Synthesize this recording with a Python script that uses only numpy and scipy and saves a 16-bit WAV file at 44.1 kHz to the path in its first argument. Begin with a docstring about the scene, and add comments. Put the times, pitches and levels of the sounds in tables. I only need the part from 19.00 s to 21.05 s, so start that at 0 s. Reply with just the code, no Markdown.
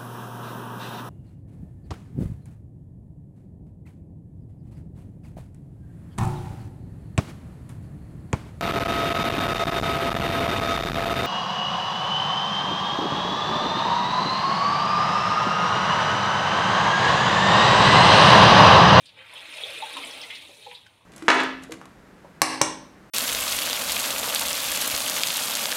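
"""A quiet living room with a faint hum and a few small splats, then water trickles into a bucket.
A wet mop is wrung by hand over the plastic bucket, a few metres from the microphone. The trickle
swells and thins with the squeeze: crowds of tiny rings make drops, spray and squelch, larger rings
churn, and stirred air glugs and sounds hollow. Single bubbles plop as gliding sines; slops and
spits are bursts of filtered impacts. Random echoes give the room its short tail."""
import sys
import numpy as np
from scipy import signal
from scipy.io import wavfile
from scipy.ndimage import uniform_filter1d

SR = 44100
rng = np.random.default_rng(int(sys.argv[2]) if len(sys.argv) > 2 else 0)


def int16_out(signal):
    """Quantize to a 16-bit WAV file."""
    q = np.round(np.clip(np.atleast_2d(signal).T, -1, 1) * 32767)
    wavfile.write(sys.argv[1], SR, q.astype(np.int16))


N = 90405  # samples, about two seconds
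T = np.arange(N) / SR


def amp(db):
    """Decibels to gain."""
    return 10 ** (np.asarray(db) / 20)


def evened(x):
    """Scales to unit rms."""
    return x / np.sqrt(np.mean(x ** 2) + 1e-20)


def curve(points):
    """Value over time, straight lines between (t/s, value) points."""
    return np.interp(T, *np.transpose(points))


def level(points):
    """Gain over time from (t/s, level/dB) points."""
    return amp(curve(points))


def read(points, hz):
    """Reads an (f/Hz, value) table on a log-frequency axis."""
    f, value = np.transpose(points)
    return np.interp(np.log(hz + 1), np.log(f + 1), value)


def add(mix, s, sound):
    """Mixes a sound in at a time in seconds, cut at the end of the mix."""
    part = mix[max(round(s * SR), 0):][:len(sound)]
    part += sound[:len(part)]


def colour(x, points, size=4096):
    """Causal minimum-phase filter with the given (f/Hz, level/dB) spectrum; unit rms out."""
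    hz = abs(np.fft.fftfreq(size, 1 / SR))
    log_gain = np.log(amp(read(points, hz)))
    spectrum = np.exp(np.conj(signal.hilbert(log_gain)))
    taps = np.fft.ifft(spectrum).real[:size // 2]
    return evened(signal.fftconvolve(x, taps)[:len(x)])


def impacts(per_s, spread_db):
    """Random impacts of uneven size and either sign."""
    chance, size, sign = rng.random((3, N))
    strength = amp(spread_db * np.minimum(-np.log(size), 3.5))  # a few stand out, up to a ceiling
    return (chance < per_s / SR) * strength * np.sign(sign - .5)


def background():
    """Still air of the room as coloured noise, with a faint hum as one steady sine."""
    # Colour of the still air: f/Hz, level/dB
    air_colour = [(20, -36), (45, -11), (90, 3.5), (150, 1), (300, -6.5), (700, -14.5), (1500, -16),
                  (3000, -10), (5500, -33), (15000, -34)]
    air_db, hum_hz, hum_db = -65.5, 103, -77.5
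    air = colour(rng.standard_normal(N), air_colour)
    hum = evened(np.sin(2 * np.pi * hum_hz * T))
    return amp(air_db) * air + amp(hum_db) * hum


def echoes(x, wet_db, early_db, size=20000):
    """Direct sound, close reflections and a tail that dies at its own speed in each band."""
    # Time for the tail to fall 60 dB: f/Hz, t/s
    tail_times = [(200, 0.27), (900, 0.32), (3000, 0.29), (8000, 0.14), (15000, 0.53)]
    taps = rng.choice([-1., 1.], size) * (rng.random(size) < .12)  # sparse echoes
    taps[:size // 100] = 0  # gap ahead of the tail
    hz, t, bands = signal.stft(taps, SR, nperseg=256)
    fall = amp(-60 * t / read(tail_times, hz)[:, None])
    tail = signal.istft(bands * fall, SR, nperseg=256)[1]
    response = amp(wet_db) * tail / np.linalg.norm(tail)
    early = rng.integers(40, 400, 8)  # delays in samples
    response[early] += amp(early_db) * rng.choice([-1., 1.], 8)
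    response[0] += 1  # direct sound
    return signal.fftconvolve(x, response / np.linalg.norm(response))[:N]


def room(x, wet_db, early_db, count=6):
    """The water lands on a cycle of spots, each with its own path through the room."""
    spot_s = .04  # step from one spot to the next
    out = np.zeros(N)
    for k in range(count):
        away = (T / spot_s - k + 1) % count - 1  # steps from this spot's turn
        fade = np.cos(np.pi / 2 * np.minimum(abs(away), 1))
        out += echoes(x * fade, wet_db, early_db)
    return out


def stirred(hz, width_hz):
    """An air cavity kept ringing by a stream of small impacts; its pitch follows a curve."""
    turn = np.exp(2j * np.pi * np.cumsum(hz) / SR)
    smooth = signal.butter(2, width_hz / 2, fs=SR)
    swing = signal.lfilter(*smooth, impacts(per_s=500, spread_db=0) / turn)  # pitch shifted to zero
    return evened((turn * swing).real)


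def fizz(low_hz, high_hz, per_s, cycles, spread_db, count=60):
    """A crowd of small bubbles, each a short rising ring with a soft start."""
    rise_per_cycle = 0.0097  # share of its pitch that a bubble gains as it surfaces
    out = np.zeros(N)
    for hz in np.geomspace(low_hz, high_hz, count):
        turns = hz * T[:SR // 16]
        age = turns / cycles
        swing = np.sin(2 * np.pi * turns * (1 + rise_per_cycle * turns / 2))
        ring = swing * age ** 2 * np.exp(-age ** 2 / 2)
        out += hz * signal.oaconvolve(impacts(per_s / count, spread_db), ring)[:N]
    return evened(out)


def hollow():
    """The bucket's hollow note: its air is stirred, its pitch moves with the mop in the mouth."""
    # Pitch of the note: t/s, f/Hz
    hollow_pitch = [(.45, 302), (.8, 331), (.96, 290)]
    # Strength of the note: t/s, level/dB
    hollow_level = [(.35, -73.5), (.45, -59.5), (.65, -72), (.8, -58), (.9, -69), (.96, -48.5),
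                    (1.1, -56.5), (1.46, -62), (1.55, -76)]
    return stirred(curve(hollow_pitch), width_hz=65) * level(hollow_level)


def glug():
    """An air pocket under the stream glugs as a cavity of shifting pitch."""
    # Glugging of the pocket: t/s, f/Hz, level/dB
    glug_points = [(.3, 570, -76), (.55, 630, -57.5), (0.579, 630, -49), (.7, 555, -46.5),
                   (.76, 440, -52.5), (.81, 604, -47), (.9, 525, -61), (.94, 507, -51.5), (1.02, 515, -60),
                   (1.08, 530, -53), (1.4, 483, -71.5), (1.58, 506, -64), (1.65, 480, -54), (1.8, 477, -87)]
    s, hz, db = np.transpose(glug_points)
    return stirred(np.interp(T, s, hz), width_hz=150) * amp(np.interp(T, s, db))


def churn():
    """Larger bubbles ring in a crowd where the stream digs into the water."""
    # Strength of the churning: t/s, level/dB
    churn_level = [(0, -78), (.19, -61.5), (.26, -63.5), (.34, -54.5), (.5, -60), (.62, -52), (.75, -56.5),
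                   (1, -48.5), (1.25, -51.5), (1.38, -63.5), (1.44, -58), (1.48, -65.5), (1.82, -67)]
    # Colour of the churning: f/Hz, level/dB
    churn_colour = [(250, -14.5), (380, -14), (500, 0.5), (620, 0.5), (730, -3.5), (860, 3.5), (1080, -1),
                    (1400, -5.5)]
    bubbles = fizz(392.4, 1360, per_s=1800, cycles=2.95, spread_db=1.5)
    return colour(bubbles, churn_colour) * level(churn_level)


def gurgle():
    """Churning bubbles, the glugging air pocket and the stirred air of the bucket."""
    return churn() + glug() + hollow()


def clump(db, hz, octaves, rise, decay):
    """A brief clump of impacts around one pitch, with a straight rise and exponential decay."""
    t = T[:SR // 5]
    # Steps of the given width from the centre, and dB below it
    skirts = ((-8, 60), (-4, 30), (-2, 16), (-1, 4), (0, 0), (1, 4), (2, 20), (4, 32), (8, 55))
    band = [(hz * 2 ** (k * octaves), -skirt) for k, skirt in skirts]
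    burst = colour(impacts(per_s=6000, spread_db=1.5)[:len(t)], band)
    shape = np.minimum(t / rise, 1) * np.exp(-np.maximum(t - rise, 0) / decay)
    return amp(db) * burst * shape


def splashes():
    """Slops of water landing and bright spits of spray, each a clump of impacts."""
    # Slops: t/s, level/dB, centre f/Hz, width/octaves, rise/s, decay/s
    slops = [(.007, -53.5, 3230, 0.13, 0.0024, 0.0046), (0.054, -49, 3700, 0.35, 0.0037, 0.028),
             (.085, -49, 3420, 0.23, 0.0063, 0.015), (.355, -35, 3090, 0.17, 0.0054, 0.0079),
             (.814, -47, 980, 0.32, .009, 0.02), (0.9654, -36, 1030, 0.2, 0.00084, .015),
             (0.966, -36.5, 2830, 0.47, 0.0028, 0.019), (1.225, -36, 3400, 0.39, 0.011, 0.0069),
             (1.299, -34.5, 2590, 0.4, 0.0071, 0.013), (1.349, -40, 3240, 0.63, 0.0041, 0.012),
             (1.41, -46, 3380, 0.39, 0.0063, 0.022), (1.488, -48.5, 520, 0.56, 0.0035, 0.016),
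             (1.609, -50, 3900, 0.15, 0.026, 0.056), (1.659, -49, 900, 0.17, 0.0083, 0.011),
             (1.711, -45.5, 920, 0.14, 0.0023, 0.018), (1.711, -41.5, 2530, 0.36, 0.0032, .011),
             (1.74, -46, 3800, 0.3, 0.013, 0.015), (1.862, -52, 2820, 0.75, 0.0046, 0.0056)]
    # Spits: t/s, centre f/Hz, level/dB
    spits = [(0.056, 8600, -53.5), (0.336, 9700, -46.5), (.70, 9800, -46), (0.784, 8400, -42.5),
             (0.928, 9600, -46.5), (0.967, 8900, -41.5), (1.047, 8700, -41.5), (1.07, 9450, -40),
             (1.109, 5200, -41), (1.213, 4700, -38), (1.419, 10400, -53), (1.729, 10400, -57)]
    out = np.zeros(N)
    for s, *slop in slops:
        add(out, s, clump(*slop))
    for s, hz, db in spits:
        add(out, s, clump(db, hz, octaves=.22, rise=.003, decay=.003))
    return out


def plops():
    """Each single bubble, large or small, swells as it pinches off, then rings out, wobbling
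    in the stirred water."""
    # Single ringing bubbles: t/s, starting f/Hz, level/dB, swell/s, decay/s
    bubbles = [(.172, 524, -49.5, 0.016, 0.022), (.333, 1002, -39.5, 0.0015, 0.0043),
               (.634, 514, -39.5, .003, 0.011), (.6355, 3445, -17.5, 0.0017, 0.0021),
               (.819, 862, -27, .01, 0.0095), (.939, 3700, -32.5, .00084, 0.013),
               (.967, 1007, -28, 0.00081, 0.0062), (1.035, 2314, -26, 0.0023, 0.0012),
               (1.04, 3160, -25.5, 0.0024, .0015), (1.228, 2040, -38.5, 0.011, 0.013),
               (1.297, 2075, -37.5, .013, 0.031), (1.488, 550, -41, 0.0057, 0.0073),
               (1.659, 482.6, -42, 0.0124, 0.017), (1.661, 822, -36, 0.011, 0.0017),
               (1.7505, 3520, -29.5, 0.00098, 0.0009), (1.859, 1535, -50, 0.0074, 0.0032)]
    rise_per_s, wobble_share = 0.36, 0.034  # both as a share of the pitch
    out, t = np.zeros(N), T[:SR // 5]
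    for s, hz, db, swell, decay in bubbles:
        onset = np.sin(np.pi / 2 * np.minimum(t / swell, 1)) ** 2
        shape = onset * np.exp(-np.maximum(t - swell, 0) / decay)
        wobble = evened(uniform_filter1d(rng.standard_normal(len(t)), size=200))
        pitch = hz * (1 + rise_per_s * t + wobble_share * wobble)
        turns = np.cumsum(pitch) / SR
        add(out, s, amp(db) * shape * np.sin(2 * np.pi * turns))
    return out


def drops():
    """Drops patter on the water and their tiny trapped bubbles ring."""
    # How hard the water runs: t/s, level/dB
    flow = [(0, -62.5), (.15, -61), (.19, -51), (.25, -56), (.31, -50), (.36, -46.5), (.48, -47.5),
            (.57, -40.5), (1.07, -41.5), (1.2, -42.5), (1.28, -50.5), (1.35, -41.5), (1.45, -50.5),
            (1.57, -54.5), (1.66, -51), (1.8, -55.5), (1.92, -66.5)]
    # Colour of the drops: f/Hz, level/dB
    drop_colour = [(1100, -11), (1600, -13.5), (2050, -11), (2500, 0.5), (2900, -4), (3400, -0.5),
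                   (4100, -5), (4800, -16.5), (6000, 16), (9000, -51.5)]
    patter = fizz(1548, 4628, per_s=3200, cycles=3.83, spread_db=3.1)
    return colour(patter, drop_colour) * level(flow)


def spray():
    """Fine, sparkling spray of uneven strength: a dense crowd of the smallest, highest rings."""
    # Strength of the fine spray: t/s, level/dB
    spray_level = [(0, -64), (.15, -74.5), (.3, -63.5), (.35, -58.5), (.45, -59), (.57, -51.5), (1.06, -51),
                   (1.25, -53.5), (1.45, -59), (1.6, -57.5), (1.74, -62), (1.8, -68), (2.05, -75.5)]
    # Colour of the spray: f/Hz, level/dB
    spray_colour = [(2500, 16.5), (4800, -4.5), (6000, -1.5), (7600, -2), (9300, 3.5), (10500, -3.5),
                    (12000, -8), (15500, -16.5)]
    mist = fizz(3720, 15850, per_s=5500, cycles=4.5, spread_db=3.4)
    return colour(mist, spray_colour) * level(spray_level)


def squelch():
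    """Water leaves the strands with a dull squelch: lower rings of very few cycles."""
    # Strength of the squelch: t/s, level/dB
    squelch_level = [(0, -69.5), (.15, -68), (.19, -51), (.27, -54), (.34, -51), (.64, -48), (.9, -47),
                     (1.1, -54.5), (1.34, -56.5), (1.42, -64.5), (2.05, -75)]
    # Colour of the squelch: f/Hz, level/dB
    squelch_colour = [(600, -19), (1100, -7), (1600, -1.5), (2100, 1.5), (2800, 0)]
    strands = fizz(681, 2800, per_s=2600, cycles=1.97, spread_db=2.5)
    return colour(strands, squelch_colour) * level(squelch_level)


def trickle():
    """Drops and their tiny bubbles, between a dull squelch and a fine, sparkling spray."""
    return drops() + spray() + squelch()


def scene():
    """All the water sounds in the room, over its still air and hum, on one channel."""
    running = room(trickle() + gurgle() + plops(), wet_db=-2.0, early_db=-11)
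    landing = room(splashes(), wet_db=-4, early_db=-14.5)
    return (running + landing + background())[None]


def record(dry):
    """The recorder's band limit: a steep low-pass without delay."""
    edge_hz = 15750
    taps = signal.firwin(511, edge_hz, window=("kaiser", 9), fs=SR)
    return signal.oaconvolve(dry, taps[None], "same")


dry = scene()
out = record(dry)
int16_out(out)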